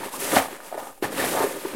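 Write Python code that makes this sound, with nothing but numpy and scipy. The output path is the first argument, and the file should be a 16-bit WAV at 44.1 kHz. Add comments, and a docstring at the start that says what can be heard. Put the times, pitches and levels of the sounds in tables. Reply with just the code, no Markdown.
"""Hands digging through a box of metal pellets

Thousands of small pellets in a cardboard box tick in a bright hiss: random clicks exciting short rings.
The shifting heap clacks and drums on the cardboard, whose resonant modes answer with short hollow knocks.
Each knock also rattles pellets. A workshop adds echo and room tone; one close microphone feeds both channels."""
import sys
import numpy as np
from scipy import signal
from scipy.fft import rfft, irfft, next_fast_len
from scipy.io import wavfile

SR = 44100
rng = np.random.default_rng(int(sys.argv[2]) if len(sys.argv) > 2 else 0)


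def persist_wave(psi):
    """Save psi, clipped to +-1, as 16-bit WAV."""
    counts = np.round(np.clip(psi, -1, 1) * 32767).astype(np.int16)
    wavfile.write(sys.argv[1], SR, np.atleast_2d(counts).T)


N = 77175


def amp(db):
    """Decibels to linear gain."""
    return 10 ** (np.asarray(db) / 20)


def rms_one(x):
    """Scale to rms 1."""
    return x / np.sqrt(np.mean(x ** 2) + 1e-20)


def in_time(rows):
    """Interpolate table columns at every sample; the first column is t/s."""
    s, *columns = np.transpose(rows)
    return [np.interp(np.arange(N) / SR, s, c) for c in columns]


def at_hz(points, hz):
    """Interpolate a spectrum in dB on a log frequency axis."""
    points_hz, points_db = np.array(points).T
    return np.interp(np.log(hz), np.log(points_hz), points_db)


def ring(clicks, hz, t60_s):
    """Two-pole resonator: a unit click starts a decaying sine of initial height 1."""
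    r = amp(-60 / (t60_s * SR))
    w = 2 * np.pi * hz / SR
    return signal.lfilter([0, np.sin(w)], [1, -2 * r * np.cos(w), r * r], clicks + 1e-18)


def contacts(per_s, spread_db):
    """Random impacts: clicks of uneven size and either sign."""
    excess_db = spread_db * np.minimum(rng.exponential(1, N), 5)
    sizes = amp(excess_db) * rng.choice([-1, 1], N)
    return sizes * (rng.random(N) < per_s / SR)


def grains(per_s, spread_db, t60_cycles, colour, count=24):
    """Impacts of small hard bodies: clicks dealt at random to short rings across the colour's range; rms 1."""
    clicks = contacts(per_s, spread_db)
    dealt = rng.integers(0, count, N)
    out = 0
    for k, hz in enumerate(np.geomspace(colour[0][0], colour[-1][0], count)):
        gain = amp(at_hz(colour, hz)) * hz  # hz offsets band spacing and ring length: colour is per Hz
        out = out + gain * ring(clicks * (dealt == k), hz, t60_cycles / hz)
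    return rms_one(out)


def noise(colour, level_db):
    """Steady Gaussian noise shaped by a spectrum."""
    hz = np.maximum(np.arange(N // 2 + 1) * SR / N, 1)
    spectrum = rfft(rng.standard_normal(N)) * amp(at_hz(colour, hz))
    return amp(level_db) * rms_one(irfft(spectrum, N))


def drift(corner_hz):
    """Slow random fluctuation: noise through two equal low-pass poles; rms 1."""
    r = np.exp(-2 * np.pi * corner_hz / SR)
    slow = signal.lfilter([1], [1, -2 * r, r * r], rng.standard_normal(N + 4000))
    return rms_one(slow[4000:])  # drop filter start-up


# stirring of the pellets: t/s, tick level/dB, clack level relative to ticks/dB
STIRRING = [(0.0, -42.5, 1), (0.028, -46, 6.5), (0.042, -39, 0.5), (0.106, -46, 0.5), (0.144, -34, -8.5),
            (0.184, -40, -16.5), (0.204, -31, -5), (0.3, -30.5, -4), (0.324, -30.5, 3.5), (0.34, -27, -6.5),
            (0.364, -25, 4), (0.49, -45.5, -1.5), (0.532, -43.5, 3.5), (0.596, -53, 0.2), (0.66, -45, -4),
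            (0.762, -51.5, -1.5), (0.786, -42.5, -4), (0.816, -46, -8.5), (0.884, -45.5, -13),
            (0.96, -56, -4.5), (1.014, -57, -16.5), (1.026, -38, 8), (1.048, -34, 6), (1.088, -50.5, 9),
            (1.116, -41.5, -2.5), (1.214, -29.5, 4.5), (1.27, -29.5, -4), (1.42, -33.5, -1.5),
            (1.582, -41, -3), (1.745, -43, 3.5)]
# spectrum of the fine ticks: f/Hz, density/(dB per Hz)
TICK_COLOUR = [(2350, 4.5), (4000, -4), (6490, -3), (6920, -1.5), (8390, 3.5), (10300, 4), (13400, -0.5),
               (15600, -31.5)]
# spectrum of the heavier clacks: f/Hz, density/(dB per Hz)
CLACK_COLOUR = [(710, -2), (1200, -0.5), (1470, -11.5), (1810, 5.5), (2360, -8), (4500, -10.5), (5850, -80),
                (9900, -120)]
TICKS_PER_S, TICK_SPREAD_DB, TICK_T60_CYCLES = 36000, 2.0, 13.95
CLACKS_PER_S, CLACK_SPREAD_DB, CLACK_T60_CYCLES = 7000, 2, 5.67
CLUMP_RMS_DB, CLUMP_CORNER_HZ = 1.1, 35.0


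def pellets():
    """Pellets slide in small uneven avalanches: dense ticks and coarser clacks follow the stirring."""
    level_db, clack_db = in_time(STIRRING)
    ticks = grains(TICKS_PER_S, TICK_SPREAD_DB, TICK_T60_CYCLES, TICK_COLOUR)
    clacks = grains(CLACKS_PER_S, CLACK_SPREAD_DB, CLACK_T60_CYCLES, CLACK_COLOUR)
    clump_db = CLUMP_RMS_DB * drift(CLUMP_CORNER_HZ)
    return amp(level_db + clump_db) * (ticks + amp(clack_db) * clacks)


REACH_OCT, FAR_DB = 0.473, -11  # Gaussian width of a blow's reach; floor for far modes


def reach(hz, centre_hz):
    """A blow excites modes near its centre most, the far ones down to a floor."""
    octaves = np.log2(hz / centre_hz)
    return amp(FAR_DB) + np.exp(-.5 * (octaves / REACH_OCT) ** 2)


# heap pressing on the cardboard: t/s, level/dB, centre of ringing walls f/Hz, bottom-panel weight/dB
DRUMMING = [(0.0, -32, 462, -7), (0.028, -38, 520, -3), (0.072, -33, 585.5, -4), (0.102, -49.5, 690, -19),
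            (0.14, -35, 717, -7.5), (0.188, -35.5, 445, -17.5), (0.212, -38, 413, -4.5),
            (0.28, -32, 542, -6), (0.314, -32.5, 457, -4.5), (0.358, -22, 700, 1.5), (0.46, -37, 740, -20),
            (0.528, -38.5, 447, -18), (0.544, -46.5, 450, -16.5), (0.602, -46.5, 690, -24.5),
            (0.66, -43, 572, -19), (0.704, -44.5, 674, -21.5), (0.766, -38, 577, -16), (0.8, -35, 700, -16),
            (0.868, -41.5, 730, -16.5), (0.908, -42.5, 740, -4.5), (0.956, -57, 500, -15),
            (1.02, -54, 345, -12), (1.032, -30.5, 560, 4), (1.068, -34, 440, 1.5),
            (1.112, -36.5, 390, -9.5), (1.194, -30, 494, -5.5), (1.232, -25, 518, -7),
            (1.276, -29.5, 400, -1.5), (1.32, -26.5, 500, -17), (1.412, -22, 740, -27),
            (1.465, -29, 460, -18), (1.51, -37, 500, -13.5), (1.564, -34.5, 422, -13),
            (1.602, -42.5, 518, -22.5), (1.646, -35.5, 390, -10.5), (1.674, -38, 379, -17.5),
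            (1.718, -37, 424, -14), (1.745, -32.5, 420, -9.5)]
# cardboard box modes: f/Hz, relative level/dB, t60/s
BOX_MODES = [(65, -4, 0.064), (103.4, -2.5, 0.05), (221, -23, 0.045), (271.43, -3, 0.203), (330, 7, 0.0258),
             (410.7, -1.5, 0.041), (539.25, 2, 0.0516), (606, -3.5, 0.0318), (700, 3, 0.0188),
             (780, -4, 0.0333), (905, 4.5, 0.0365), (1010, 1.5, 0.0396), (1210.8, 8.5, 0.0359),
             (1459.4, 0.5, 0.05), (1681, 1.5, 0.0364), (1800, 3, 0.047), (2190, 0, 0.0142)]
DRUM_PER_S, DRUM_SPREAD_DB = 1500, 1
BOTTOM_HZ, BOTTOM_DB = 230, 8  # modes below this are the bottom panel; gain on its weight


def drumming():
    """Many small blows on the cardboard, each ringing the modes in its own random mix."""
    level_db, centre_hz, bottom_db = in_time(DRUMMING)
    blows = contacts(DRUM_PER_S, DRUM_SPREAD_DB)
    power = sum(amp(2 * db) * t60_s * reach(hz, centre_hz) ** 2 for hz, db, t60_s in BOX_MODES)
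    out = 0
    for hz, db, t60_s in BOX_MODES:
        if hz < BOTTOM_HZ:
            share = amp(BOTTOM_DB + bottom_db) * np.sqrt(power.mean())
        else:
            share = reach(hz, centre_hz)
        gain = amp(db) * share / np.sqrt(power)  # evens out loudness as the centre moves
        out = out + ring(blows * rng.standard_normal(N) * gain, hz, t60_s)
    return amp(level_db) * rms_one(out)


# single knocks on the box: t/s, swing envelope peak/dB, f/Hz, time to peak/ms
KNOCKS_ON_BOX = [(.033, -26, 950, 2.1), (.06, -26.5, 404.7, 2.17), (.083, -32, 923, 2.75),
                 (.137, -33.5, 1051, 5.3), (.222, -28, 385, 4.1), (.324, -18, 318, 1.56),
                 (.331, -15.5, 413, 1.48), (.337, -16.5, 330, 1.78), (.357, -19.5, 625.4, 4.1),
                 (.364, -15.5, 223.5, 2.69), (.3645, -11, 720, 1.3), (.3682, -6, 700, 1.8),
                 (.378, -15, 578, 1.88), (.389, -16, 720, 3.34), (.457, -27, 750, 1.6),
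                 (.484, -29, 750, 1.3), (.526, -31, 380, 3.3), (.603, -33, 1400, .6),
                 (.716, -33, 700, 1.55), (.7255, -23, 700, 1.64), (.7435, -23.5, 700, 0.84),
                 (.749, -30, 430, 3.1), (.777, -22.5, 620, 2.2), (.792, -30, 800, 4.1), (.832, -32, 750, 2),
                 (.87, -28, 818, 1.29), (.976, -46, 780, 3.1), (1.0245, -17, 360, 2.2),
                 (1.042, -23, 1800, 2.5), (1.044, -25, 820, 2.5), (1.127, -23, 450, 1.2),
                 (1.197, -22, 1800, 2.5), (1.197, -24, 457, 2.6), (1.24, -20, 680, 2),
                 (1.371, -15, 780, 1.1), (1.39, -22, 481, 1.1), (1.405, -18, 412, 3.2),
                 (1.41, -19.5, 913, 3.3), (1.438, -17, 412, 6.06), (1.465, -24, 564, 2.57),
                 (1.51, -28.5, 514, 2.24), (1.559, -31.5, 397.7, 5.5), (1.6495, -21.5, 375, 3.1),
                 (1.655, -28, 950, 2.2), (1.668, -28, 401, 2.5), (1.7465, -23, 320, 1.2)]
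RING_DB, TAP_DB = -24, -21  # drive of the modes by the swing; hard tap re knock peak


def knocks():
    """The loaded panel swings a few cycles at its own pitch; this and a hard tap ring the box modes."""
    t = np.arange(2000) / SR
    swing, taps = np.zeros(N + len(t)), np.zeros(N)
    for s, peak_db, pitch_hz, rise_ms in KNOCKS_ON_BOX:
        i = int(s * SR)
        u = t / (np.clip(rise_ms, .5, 8) / 1000)
        envelope = u * np.exp(1 - u)  # peaks at 1 when u = 1
        swing[i:i + len(t)] += amp(peak_db) * envelope * np.sin(2 * np.pi * pitch_hz * t)
        taps[i] = amp(peak_db + TAP_DB)
    swing = swing[:N]
    box = 0
    for hz, db, t60_s in BOX_MODES:
        if hz > BOTTOM_HZ:
            drive = amp(RING_DB) * swing * hz / SR + taps * rng.standard_normal(N)
            box = box + amp(db) * ring(drive, hz, t60_s)
    return swing + box


RATTLE_DB, RATTLE_DECAY_S = -25.5, 0.0151  # level re knock peak; 1/e time
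RATTLES_PER_S, RATTLE_SPREAD_DB, RATTLE_T60_CYCLES = 3300, 2.77, 6.5


def rattle():
    """Each knock shakes pellets, whose clacks die away exponentially."""
    starts = np.zeros(N)
    for s, peak_db, *_ in KNOCKS_ON_BOX:
        starts[int(s * SR)] = amp(peak_db + RATTLE_DB)
    pole = np.exp(-1 / (RATTLE_DECAY_S * SR))
    shake = signal.lfilter([1], [1, -pole], starts + 1e-18)
    return shake * grains(RATTLES_PER_S, RATTLE_SPREAD_DB, RATTLE_T60_CYCLES, CLACK_COLOUR)


ROOM_T60_S, ROOM_DB, WALL_CUT_HZ = 0.288, -19, 2090  # T60 before the walls' treble loss


def workshop(x):
    """Room echo: ten feedback delays of alternating sign, duller on every round."""
    size = next_fast_len(N + SR)
    w = 2 * np.pi * np.arange(size // 2 + 1) / size
    wall = 1 / (1 + 1j * w * SR / (2 * np.pi * WALL_CUT_HZ))
    response = 0
    for k, lag in enumerate(rng.uniform(.012, .04, 10) * SR):
        loop = amp(-60 * lag / SR / ROOM_T60_S) * np.exp(-1j * w * lag) * wall
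        response = response + (-1) ** k * loop / (1 - loop)
    return irfft(rfft(x, size) * response, size)[:N]


# room tone spectrum: f/Hz, density/(dB per Hz)
TONE_COLOUR = [(15, -32.5), (25, -14.5), (69, -4.5), (135, -27), (769, -14), (4380, -23.5), (10300, 2.5),
               (15000, 0.5)]
TONE_DB = -59.5


def room_tone():
    """Steady coloured noise of the workshop."""
    return noise(TONE_COLOUR, TONE_DB)


# electronics noise spectrum: f/Hz, density/(dB per Hz)
SELF_COLOUR = [(25, 5), (100, -21), (1000, -46), (15000, -51)]
SELF_DB = -64


def self_noise():
    """Faint noise of one channel's electronics."""
    return noise(SELF_COLOUR, SELF_DB)


MIC_LOW_HZ = 162.8


def scene():
    """Box and pellets in the room, high-passed by the microphone, over room tone; both channels alike."""
    near = pellets() + drumming() + knocks() + rattle()
    mono = near + amp(ROOM_DB) * workshop(near)
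    low_cut = signal.butter(2, MIC_LOW_HZ, "high", fs=SR, output="sos")
    mono = signal.sosfilt(low_cut, mono) + room_tone()
    return np.array([mono, mono])


CUTOFF_HZ, OFFSET = 15880, -.0024  # steep low-pass edge; constant shift, full scale = 1


def record(dry):
    """Add independent noise per channel, cut the top steeply, shift by a small constant."""
    wet = dry + [self_noise() for _ in dry]
    top_cut = signal.ellip(20, .5, 100, CUTOFF_HZ, fs=SR, output="sos")
    return signal.sosfilt(top_cut, wet) + OFFSET


dry = scene()
out = record(dry)
persist_wave(out)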